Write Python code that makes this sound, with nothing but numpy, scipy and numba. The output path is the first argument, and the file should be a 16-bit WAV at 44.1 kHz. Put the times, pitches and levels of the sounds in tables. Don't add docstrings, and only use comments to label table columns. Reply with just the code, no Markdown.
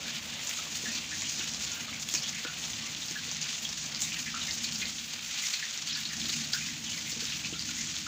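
import sys
import numpy as np
from scipy import signal
from scipy.fft import rfft, irfft, next_fast_len
from scipy.io import wavfile
from scipy.ndimage import uniform_filter1d
from numba import njit

SR = 44100
rng = np.random.default_rng(int(sys.argv[2]) if len(sys.argv) > 2 else 0)


def generate_wav(sig):
    pcm = np.round(np.clip(np.atleast_2d(sig).T, -1, 1) * 32767).astype(np.int16)
    wavfile.write(sys.argv[1], SR, pcm)


def undo_db(level):
    steps = np.asarray(level, float) / 20
    return 10 ** steps


N = 355887

NEAR_DB = -2.5


def curve(table):
    s, *columns = np.transpose(table)
    return [np.interp(np.arange(N) / SR, s, c) for c in columns]


def unit(x):
    return x / np.sqrt(np.mean(x ** 2))


def walk(rate):
    hold = int(SR / rate)
    steps = np.repeat(rng.standard_normal(N // hold + 1), hold)
    return 3.4 * uniform_filter1d(uniform_filter1d(steps, hold), hold)[:N]


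def band(x, hz, width):
    return signal.lfilter(*signal.iirpeak(hz, hz / width, SR), x)


def colour_db(hz):
    # f/Hz, level/dB (per Hz)
    response = [(410, -35), (800, -17.5), (1700, -7), (2600, -1.5), (3460, -0.5), (5590, 0.5), (6550, 4),
                (7250, 0.5), (8260, -12.5), (9770, -20.5), (13700, -26), (14700, -9.5), (15400, -13),
                (17000, -25)]
    knot_hz, knot_db = np.transpose(response)
    return np.interp(np.log(np.maximum(hz, 1)), np.log(knot_hz), knot_db)


def coloured(x):
    cepstrum = irfft(np.log(undo_db(colour_db(np.fft.rfftfreq(2048, 1 / SR)))))
    cepstrum[1:1024] *= 2
    cepstrum[1025:] = 0
    return signal.fftconvolve(x, irfft(np.exp(rfft(cepstrum))))[:N]


@njit
def grains(start, hz, t60, octaves, size):
    out = np.zeros(N)
    for g in range(len(start)):
        length, phase = max(int(t60[g] * SR), 2), 0.
        step, a = 2 * np.pi * hz[g] / SR, size[g]
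        rise, fade = 2 ** (octaves[g] / length), 1e-3 ** (1 / length)
        for i in range(max(start[g], 0), min(start[g] + length, N)):
            phase, step, a = phase + step, min(step * rise, 3.), a * fade
            out[i] += a * np.sin(phase)
    return out


def ring(s, hz, t60, octaves, size):
    return grains((s * SR).astype(np.int64), 1. * hz, t60 + 0 * s, octaves + 0 * s, 1. * size)


def tent(x, near_db=0):
    t60_s, rise_s, wash_db = 0.17, 0.0029, 1
    t = np.arange(8192) / SR
    tail = rng.standard_normal(len(t)) * undo_db(-60 * t / t60_s) * np.minimum(t / rise_s, 1)
    return x + undo_db(wash_db + near_db) * signal.fftconvolve(x, tail / np.linalg.norm(tail))[:N]


def stove():
    # t/s, level/dB
    draught = [(0.0, -49.5), (0.29, -48.5), (0.43, -53), (0.94, -47.5), (2.36, -49.5), (2.43, -56),
               (2.74, -47), (3.14, -52), (3.26, -47.5), (3.57, -54), (3.64, -48.5), (4.79, -47.5),
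               (5.55, -57.5), (6.09, -50.5), (6.18, -45), (6.43, -48.5), (7.93, -46.5), (8.07, -48)]
    # f/Hz, width/Hz, level/dB
    flue_modes = [(72.4, 47, -7.5), (158.1, 30, -1.5), (228.9, 31.8, 0), (303.5, 26, -9), (103, 66, -6.5)]
    # t/s, level/dB
    air = [
        (0.0, -53.5),
        (3.06, -56.5),
        (3.42, -59.5),
        (4.85, -58.5),
        (5.06, -61.5),
        (7.24, -59),
        (8.07, -62.5),
    ]
    flue = 0
    for hz, width, db in flue_modes:
        mode = band(band(rng.standard_normal(N), hz, 1.4 * width), hz, 1.4 * width)
        flue = flue + undo_db(db + 0.59 * walk(6)) * unit(mode)
    murmur = band(rng.standard_normal(N), 657, 750) * undo_db(0.59 * walk(12))
    return unit(flue) * undo_db(curve(draught)[0]) + unit(murmur) * undo_db(curve(air)[0] + 1.0)


def squeak():
    # start t/s, end t/s, f/Hz, level/dB, octave level/dB
    whistle = (1.7, 1.82, 1405, -52, -56)
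    start, end, hz, db, octave_db = whistle
    t = np.arange(N) / SR
    gate = np.clip(np.minimum(t - start, end - t) / 0.0081, 0, 1)
    return gate * (undo_db(db) * np.sin(2 * np.pi * hz * t) + undo_db(octave_db) * np.sin(4 * np.pi * hz * t))


def patch():
    when, pitch, size = rng.random((5000, 3)).T
    hz = 800 * undo_db(26 * pitch)
    single = ring(when * N / SR, hz, 2.8 / hz, 0.22, hz * undo_db(-3.5 * np.log(size + 0.057)))
    when, pitch, size = np.repeat(rng.random((140, 3)), 12, axis=0).T
    late, detune, loud = rng.standard_normal((len(when), 3)).T
    hz = 1900 * undo_db(18.5 * pitch) * undo_db(1.22 * detune)
    strength = hz * undo_db(3.5 * loud - 1.4 * np.log(size + 0.15))
    swarm = ring(when * N / SR + .009 * np.abs(late), hz, 12 / hz, 0.54, strength)
    return tent(unit(single) * undo_db(-5.5) + unit(swarm) * undo_db(-9.5))


def mist_db():
    # start t/s, length/s, level/dB
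    puffs = [(0.397, 0.124, -47.5), (0.55, 0.03, -44), (0.74, 0.046, -46), (0.821, 0.13, -48.5),
             (0.9, 0.056, -47), (1.61, 0.076, -48), (1.994, 0.053, -45), (2.1, 0.19, -45),
             (2.505, 0.029, -49.5), (2.714, 0.035, -51), (3.622, 0.097, -49), (3.994, 0.11, -45.5),
             (4.51, 0.061, -49), (4.62, 0.046, -43.5), (4.776, 0.081, -50), (5.285, 0.38, -51.5),
             (5.862, 0.031, -47), (5.944, 0.08, -50.5), (6.176, 0.34, -48), (6.425, 0.068, -51.5),
             (6.518, 0.064, -45), (6.888, 0.062, -46), (6.978, 0.052, -52), (7.074, 0.067, -46.5),
             (7.186, 0.12, -50), (7.771, 0.038, -46)]
    quiet_db, rise_s = -52, .012
    start, length, db = np.transpose(puffs)[:, :, None]
    since = np.arange(0, N, 64) / SR - start
    shape = np.clip(np.minimum(since / rise_s, 1.6 - 1.2 * since / length), 0, 1)
    return np.repeat(np.max((db - quiet_db) * shape, axis=0), 64)[:N]


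def patter():
    # t/s, level/dB, fineness/dB (finer droplets tilt the sound upward)
    rain = [(0.0, -42.5, 0), (0.4, -42.5, -3.5), (0.97, -43.5, 2.5), (1.32, -43, 5.5), (2.0, -43, -1),
            (2.22, -43, 0.5), (2.72, -43, 1.5), (4.54, -43.5, 3), (4.63, -43, 4.5), (5.1, -43, 2),
            (5.55, -40, 2.5), (5.73, -43, 2), (6.16, -40.5, 0.5), (6.29, -43, 2), (6.83, -43.5, 2.5),
            (7.26, -41.5, 0.5), (7.64, -44.5, 4), (8.07, -44, 4)]
    splits_hz, gust_hz, gusts_db = (4500, 8000), 14, (.4, .5, .7)
    flat = unit(sum(patch() for _ in range(5))) + undo_db(-3) * rng.standard_normal(N)
    size = next_fast_len(N)
    spectrum, f = rfft(coloured(flat), size), np.fft.rfftfreq(size, 1 / SR)
    below = [1 / (1 + (f / edge) ** 8) for edge in splits_hz]
    parts = below[0], below[1] - below[0], 1 - below[1]
    level_db, fine_db = curve(rain)
    level_db = level_db + 0.6 * walk(150)
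    mist = mist_db()
    tilts = 0.5, -2.73 + fine_db + 0.68 * mist, -12 + 0.16 * fine_db + mist
    out = 0
    for part, tilt, gust_db in zip(parts, tilts, gusts_db):
        db = level_db + tilt + gust_db * walk(gust_hz)
        out = out + unit(irfft(spectrum * part)[:N]) * undo_db(db)
    return out


def thuds():
    # t/s, peak level/dB, f/Hz
    thumps = [(0.835, -41, 538), (1.394, -41, 930), (2.138, -40, 647), (2.449, -41, 654), (3.109, -41, 670),
              (3.276, -46, 770), (4.342, -53, 845), (4.847, -48, 767), (5.137, -50, 940), (6.244, -45, 875),
              (6.52, -56, 865), (7.123, -48, 890), (7.22, -36, 600), (4.812, -47, 625), (6.161, -55, 686),
              (6.18, -47, 920), (6.296, -43, 426), (7.164, -41, 430), (7.523, -33.5, 475)]
    s, peak_db, hz = np.repeat(np.transpose(thumps), 4, axis=1)
    late, detune = rng.random((len(s), 2)).T
    thump = ring(s + 0.00617 * late, hz * undo_db(13.0 * (detune - 1.11)), 0.014, 0.15, undo_db(peak_db + 2.5))
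    return tent(signal.sosfilt(signal.butter(2, 220, "high", fs=SR, output="sos"), thump), NEAR_DB)


def specks():
    # t/s, peak level/dB
    spray_specks = [(0.447, -34), (0.4938, -31), (2.088, -27), (2.1385, -28), (3.6217, -38), (4.006, -29),
                    (4.7875, -35), (5.3896, -41), (5.425, -36), (5.973, -37), (6.002, -31.5), (6.2851, -33),
                    (6.779, -41), (6.9735, -44)]
    s, peak_db = np.repeat(np.transpose(spray_specks), 5, axis=1)
    late, pitch, loud = rng.random((len(s), 3)).T
    hz = 11500 * undo_db(2.7 * pitch)
    rings = ring(s + 0.0083 * late ** 6.0, hz, 6 / hz, .05, undo_db(peak_db + 17.5 + 6 * loud))
    return tent(coloured(rings), NEAR_DB)


def ticks():
    # t/s, peak level/dB, f/Hz
    early = [(0.0308, -25.0, 2780), (0.2598, -26.0, 3530.0), (0.3999, -26, 3140.0), (0.4748, -19.0, 6720.0),
             (0.4873, -23.0, 6500.0), (0.4924, -17, 6460.0), (0.5123, -19, 2640), (0.5559, -29, 5250.0),
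             (0.7493, -30, 2370.0), (0.8438, -24.0, 3500), (1.1837, -27, 3570.0), (1.2115, -20, 3920.0),
             (1.2292, -23.0, 6850.0), (1.2345, -20, 6590.0), (1.3955, -20, 3570.0), (1.4095, -25, 3100.0),
             (1.4112, -25, 2670.0), (1.5366, -18, 5860.0), (1.5388, -24.0, 6370.0), (1.5471, -17, 4650.0),
             (1.6378, -23.0, 6720.0), (1.6499, -17, 4870.0), (1.7191, -22.0, 6500.0), (1.9288, -27, 2240.0),
             (2.0993, -18, 4570.0), (2.1422, -15.0, 6980.0), (2.277, -27, 2970.0), (2.2936, -19.0, 5300.0),
             (2.4534, -25.0, 3490.0), (2.6313, -28, 3660.0), (2.6401, -18, 3240), (2.7335, -22, 3450.0),
             (2.7409, -23, 5990.0), (2.9197, -20, 6930.0), (2.949, -18, 3750.0), (2.9535, -24.0, 3060.0),
             (3.0241, -25, 3620.0), (3.0384, -24.0, 3490.0), (3.111, -14, 6160.0), (3.173, -25, 5640.0),
             (3.2361, -23, 3190.0), (3.2779, -25.0, 3920.0), (3.2924, -21, 3700.0), (3.3076, -22, 6370.0),
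             (3.3492, -20, 6290.0), (3.3686, -17, 5860.0), (3.4148, -27, 6680.0), (3.429, -12, 6760.0),
             (3.4304, -29, 6200.0), (3.4916, -18, 3500), (3.8642, -27.0, 3140.0), (3.9478, -14, 4780.0),
             (4.0152, -16.0, 6760.0), (4.0434, -20.0, 6500.0), (4.0457, -19.0, 6330.0),
             (4.1218, -21.0, 2890.0), (4.1436, -19, 4480.0), (4.3486, -16, 6590.0), (4.3504, -29, 3700.0),
             (4.5111, -23, 4130.0)]
    # t/s, peak level/dB, f/Hz
    later = [(4.5145, -20.0, 4310.0), (4.5737, -24, 6330.0), (4.6455, -18, 4910.0), (4.6476, -21, 4390.0),
             (4.7232, -15, 4630), (4.7606, -22.0, 5120.0), (4.8255, -22.0, 3320.0), (4.8286, -21.0, 2230),
             (5.1929, -25, 2450.0), (5.2624, -20, 5120.0), (5.5387, -23, 4390.0), (5.5423, -25, 2760.0),
             (5.5551, -25, 3700.0), (5.6541, -25, 5680.0), (5.7103, -15, 6500.0), (5.7762, -15, 5560.0),
             (5.8747, -19, 4950.0), (5.8796, -24, 5600.0), (6.056, -22, 4740.0), (6.1743, -19, 5900.0),
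             (6.2971, -21.0, 4220.0), (6.3, -17, 4050.0), (6.3351, -20, 6630.0), (6.3398, -22, 2670.0),
             (6.4097, -25.0, 6420.0), (6.446, -26, 4520.0), (6.471, -22, 6760.0), (6.475, -19, 6120.0),
             (6.5319, -22.0, 4260.0), (6.5355, -12, 4130.0), (6.7607, -30, 3880.0), (6.8377, -28, 6630.0),
             (6.906, -20, 6420.0), (6.9082, -23.0, 7020.0), (6.9333, -22.0, 5510.0),
             (6.9379, -21.0, 4050.0), (6.9451, -25, 4010.0), (6.9785, -23.0, 4740.0),
             (7.0121, -21.0, 5900.0), (7.079, -26, 2890.0), (7.1944, -23, 4520.0), (7.2037, -22, 4650.0),
             (7.2085, -28, 2630.0), (7.2539, -16, 5640.0), (7.2554, -21, 3620.0), (7.3229, -20, 2710.0),
             (7.3967, -24.0, 2800.0), (7.4917, -23.0, 5430.0), (7.5966, -27, 5860.0), (7.5992, -25, 4740.0),
             (7.6249, -19.0, 4740.0), (7.6513, -28, 3790.0), (7.721, -28, 4480.0), (7.7851, -27, 5900.0),
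             (7.8106, -29, 5940.0), (7.8152, -21.0, 5680.0), (7.9678, -31, 3360.0), (7.9835, -29, 6680.0),
             (7.9861, -23, 5730.0), (8.0284, -22, 4870.0)]
    s, peak_db, hz = np.transpose(list(early) + list(later))
    rings = ring(s, hz, 8 / hz, 0.083, undo_db(peak_db + 1.5 - colour_db(hz)))
    return tent(coloured(rings), -8)


def all_drops():
    # t/s, ring peak level/dB, f/Hz, splash level/dB (re ring)
    heavy = [(0.473, -14, 6980, -23), (1.195, -17, 6650, -23), (1.396, -23, 3300, -20),
             (1.637, -18, 6900, -20), (1.998, -19, 6900, -24), (2.0888, -14, 3360, -31),
             (2.1401, -5.5, 7160, -32), (2.15, -8.5, 5760, -23.5), (2.2807, -15, 6610, -28),
             (3.023, -21, 3660, -42), (3.315, -11, 6130, -28), (3.4155, -15, 6300, -23),
             (3.691, -13.5, 5800, -27), (4.0055, -14, 6510, -29), (4.02, -16, 7700, -16),
             (4.5098, -9.5, 5050, -33), (4.6433, -20, 4030, -21), (4.7578, -15.5, 5070, -26),
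             (4.817, -13, 3800, -31), (5.4685, -18.5, 5500, -23), (5.5363, -25, 6300, -29),
             (5.875, -16.5, 4600, -21), (6.168, -15.5, 5890, -27), (6.217, -19, 3560, -25),
             (6.257, -13.5, 3930, -24), (6.295, -14, 4070, -21.5), (6.534, -9, 4900, -24),
             (7.1222, -22, 5330, -24), (7.206, -17, 4800, -19), (7.5944, -19, 4650, -21)]
    # t/s, ring peak level/dB, f/Hz
    light = [(1.22, -8, 6840), (1.537, -16, 5940), (1.5454, -20, 5500), (1.6253, -14, 6790),
             (1.718, -9, 6610), (2.379, -21, 3400), (3.3477, -14, 6000), (3.425, -13.5, 5140),
             (3.541, -18, 3440), (3.957, -17, 4700), (3.9615, -14.5, 4900), (3.073, -24, 6500),
             (3.084, -14, 5500), (6.474, -17, 6500), (4.0152, -19, 6500), (4.492, -16, 6190),
             (4.8556, -11.5, 4330), (4.984, -15, 3420), (5.261, -22, 2870), (5.9255, -32, 4210),
             (6.334, -17, 6500), (6.7595, -29, 3860), (6.976, -16, 4790), (7.2529, -19, 3340),
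             (7.2832, -21, 3540), (7.4946, -14, 6400), (7.623, -13, 4600), (7.81, -16, 5740),
             (7.9662, -13.5, 3800)]
    light_splash_db = np.full((1, len(light)), -35.)
    return np.hstack([np.transpose(heavy), np.vstack([np.transpose(light), light_splash_db])])


def trains():
    # t/s, level/dB, f/Hz, length/s
    air_pockets = [(0.054, -52, 1620, .028), (0.857, -41.5, 1790, .013), (1.11, -50, 1600, 0.0099),
                   (1.12, -47, 1820, 0.023), (1.135, -48, 2300, .015), (1.22, -46, 2110, .02),
                   (1.406, -41, 2740, .009), (1.878, -50, 1220, .02), (1.92, -44.5, 2300, .03),
                   (2.33, -47, 1990, .035), (2.362, -45, 2300, 0.013), (2.865, -47, 2250, .02),
                   (2.378, -49, 1950, .013), (2.45, -45, 1430, .04), (2.82, -50, 1160, .018),
                   (3.156, -45, 1620, 0.018), (3.365, -46, 1980, .006), (4.048, -45.5, 2150, .035),
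                   (7.69, -53, 1410, 0.016), (4.26, -44, 1870, .03), (4.342, -42.5, 1310, 0.021),
                   (4.479, -45, 1970, .016), (4.641, -43, 2240, .005), (4.818, -40, 2240, .02),
                   (4.845, -46, 2040, 0.018), (5.436, -46, 2050, .024), (5.626, -40, 1940, .006),
                   (5.958, -42.5, 1600, .015), (6.1, -47.5, 1840, .035), (6.536, -39.5, 1485, .01),
                   (6.552, -46, 1470, 0.026), (6.686, -43, 2100, .008), (6.929, -46, 2140, .019),
                   (7.065, -49, 2040, .039), (7.539, -51, 1370, .015), (7.777, -46, 2030, .036),
                   (0.568, -42.5, 6860, 0.027), (0.905, -46.5, 2700, 0.033), (1.159, -47, 3830, 0.03),
                 (1.236, -44, 3100, 0.038), (1.303, -46, 2430, 0.023), (3.019, -43, 3600, .018),
                 (2.22, -42, 5350, 0.026), (2.234, -43, 3200, 0.048), (2.537, -44, 2770, 0.0057),
                 (3.293, -42, 4500, 0.017), (3.579, -44, 2680, .009), (3.651, -39, 3200, 0.014),
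                 (4.041, -43, 3830, 0.012), (4.119, -42, 2620, 0.04), (4.274, -44, 2560, 0.022),
                 (4.414, -41, 3720, 0.014), (4.866, -43, 3400, 0.011), (5.537, -46, 2380, 0.027),
                 (5.538, -41, 4130, 0.033), (5.644, -47, 2460, 0.021), (5.909, -40, 3800, 0.028),
                 (6.053, -37.5, 4050, .012), (6.331, -36, 4810, 0.0092), (6.595, -42.5, 2260, 0.03),
                 (6.855, -44, 3060, 0.041), (6.912, -40.5, 3070, .019), (7.318, -40, 2600, 0.0073),
                 (7.4, -46, 2720, 0.0088), (7.437, -45, 2500, 0.017), (7.534, -41, 2970, .006)]
    # t/s, level/dB, f/Hz, length/s
    spits = [(0.588, -40, 1260.0, 0.0097), (0.667, -42, 1150.0, 0.0071), (1.257, -39, 2950, 0.01),
             (1.404, -37.5, 1460, 0.011), (1.543, -39, 4770.0, 0.0093), (1.766, -42.0, 1520, 0.011),
             (2.095, -38, 4820.0, 0.01), (2.147, -31.0, 4850, 0.0086), (2.15, -31, 2490, 0.0076),
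             (2.175, -30, 4900, 0.01), (2.248, -35.0, 3270.0, 0.0091), (2.288, -36.0, 5280.0, 0.01),
             (2.464, -35, 2630, 0.011), (3.421, -33.0, 4590.0, 0.012), (3.579, -39, 2700.0, 0.01),
             (4.036, -33, 3620.0, 0.01), (4.04, -46, 1960, 0.01), (4.161, -39, 1780.0, 0.011),
             (4.356, -40, 1240, 0.01), (4.506, -38, 3900.0, 0.01), (4.641, -34, 5400.0, 0.0083),
             (4.642, -28.5, 4190.0, 0.01), (4.753, -39, 5230.0, 0.01), (4.81, -34.0, 4310.0, 0.01),
             (5.392, -34.0, 4130.0, 0.01), (5.533, -35.0, 4130.0, 0.0098), (5.593, -38, 3900.0, 0.01),
             (5.614, -38, 4590.0, 0.01), (5.682, -32.5, 3560.0, 0.01), (5.873, -35, 3000, 0.0088),
             (5.895, -32, 3400, 0.012), (5.906, -32, 4130.0, 0.01), (5.928, -32, 5050.0, 0.01),
             (5.95, -28.5, 4000, 0.0092), (5.951, -32, 4740, 0.0088), (6.088, -33, 4930, 0.012),
             (6.335, -36.0, 2660, 0.0092), (6.438, -34.5, 3960.0, 0.01), (6.529, -32, 3520, 0.011),
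             (6.98, -40, 2030, 0.011), (7.119, -31, 5000, 0.01), (7.211, -46, 1550.0, 0.012),
             (7.28, -32, 3620.0, 0.01), (7.447, -34.5, 2530.0, 0.0091), (8.065, -37, 1320.0, 0.0081)]
    foam_db, foam_s, lead_s = -3, .008, 0.0022
    s, peak_db, hz, splash_db = all_drops()
    foam = np.transpose([s - lead_s, peak_db + splash_db + foam_db, hz, foam_s + 0 * s])
    return np.concatenate([air_pockets, foam, np.add(spits, (0, -9, 0, 0))])


def bubbles():
    s, db, hz, length = trains().T[:, :, None]
    place, detune, loud = np.moveaxis(rng.random((len(s), 14, 3)), 2, 0)
    place = place ** 1.25
    place[:, 0] = 0
    small = hz / 1400
    spread = np.minimum(0.076 * small ** 3.3, 0.3)
    pitch = hz * 2 ** (0.04 * (place - .15) + spread * (detune - .5))
    t60 = 0.031 / small ** 1.08 + 0 * place
    size = undo_db(db - colour_db(hz) + 1.5 + 6.2 * loud - 5.9 * place) * np.sqrt((length + 0.01) / t60)
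    when = s + 1.3 * length * place
    rings = ring(when.ravel(), pitch.ravel(), t60.ravel(), 0.055, size.ravel())
    return tent(coloured(rings), -2.5)


def drops():
    s, peak_db, hz, tick_db = all_drops()
    late, detune, loud = np.moveaxis(rng.random((len(s), 16, 3)), 2, 0)
    late = -.008 * np.log(late + 1e-9)
    tick = np.zeros(N)
    tick[(s * SR).astype(int)] = undo_db(peak_db + tick_db + 25)
    fine = 9000 * undo_db(5 * detune)
    size = undo_db((peak_db + tick_db)[:, None] + 15 + 6.1 * loud - 330 * late)
    crackle = ring((s[:, None] + 1.9 * late).ravel(), fine.ravel(), 4 / fine.ravel(), .1, size.ravel())
    crack = ring(s, hz, 14 / hz, 0.086, undo_db(peak_db - 6.5 - colour_db(hz)))
    hz = np.minimum(hz[:, None] * undo_db(17.4 * (detune - 2.0)), 16000)
    size = undo_db(peak_db[:, None] - 18.0 + 9.7 * loud - 360 * late)
    spray = ring((s[:, None] + late).ravel(), hz.ravel(), 7 / hz.ravel(), .25, size.ravel())
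    return tent(coloured(tick + crackle + crack + spray), NEAR_DB)


def scene():
    far = stove() + squeak()
    cloth = patter() + thuds()
    near = specks() + ticks() + bubbles() + drops()
    return (far + cloth + near)[None]


def top_cut(x):
    return signal.sosfilt(signal.butter(12, 16860, fs=SR, output="sos"), x)


def record(dry):
    x = signal.sosfilt(signal.butter(2, 50, "high", fs=SR, output="sos"), dry)
    x = signal.sosfilt(signal.ellip(14, .2, 80, 15560, fs=SR, output="sos"), x)
    return top_cut(x)


dry = scene()
out = record(dry)
generate_wav(out)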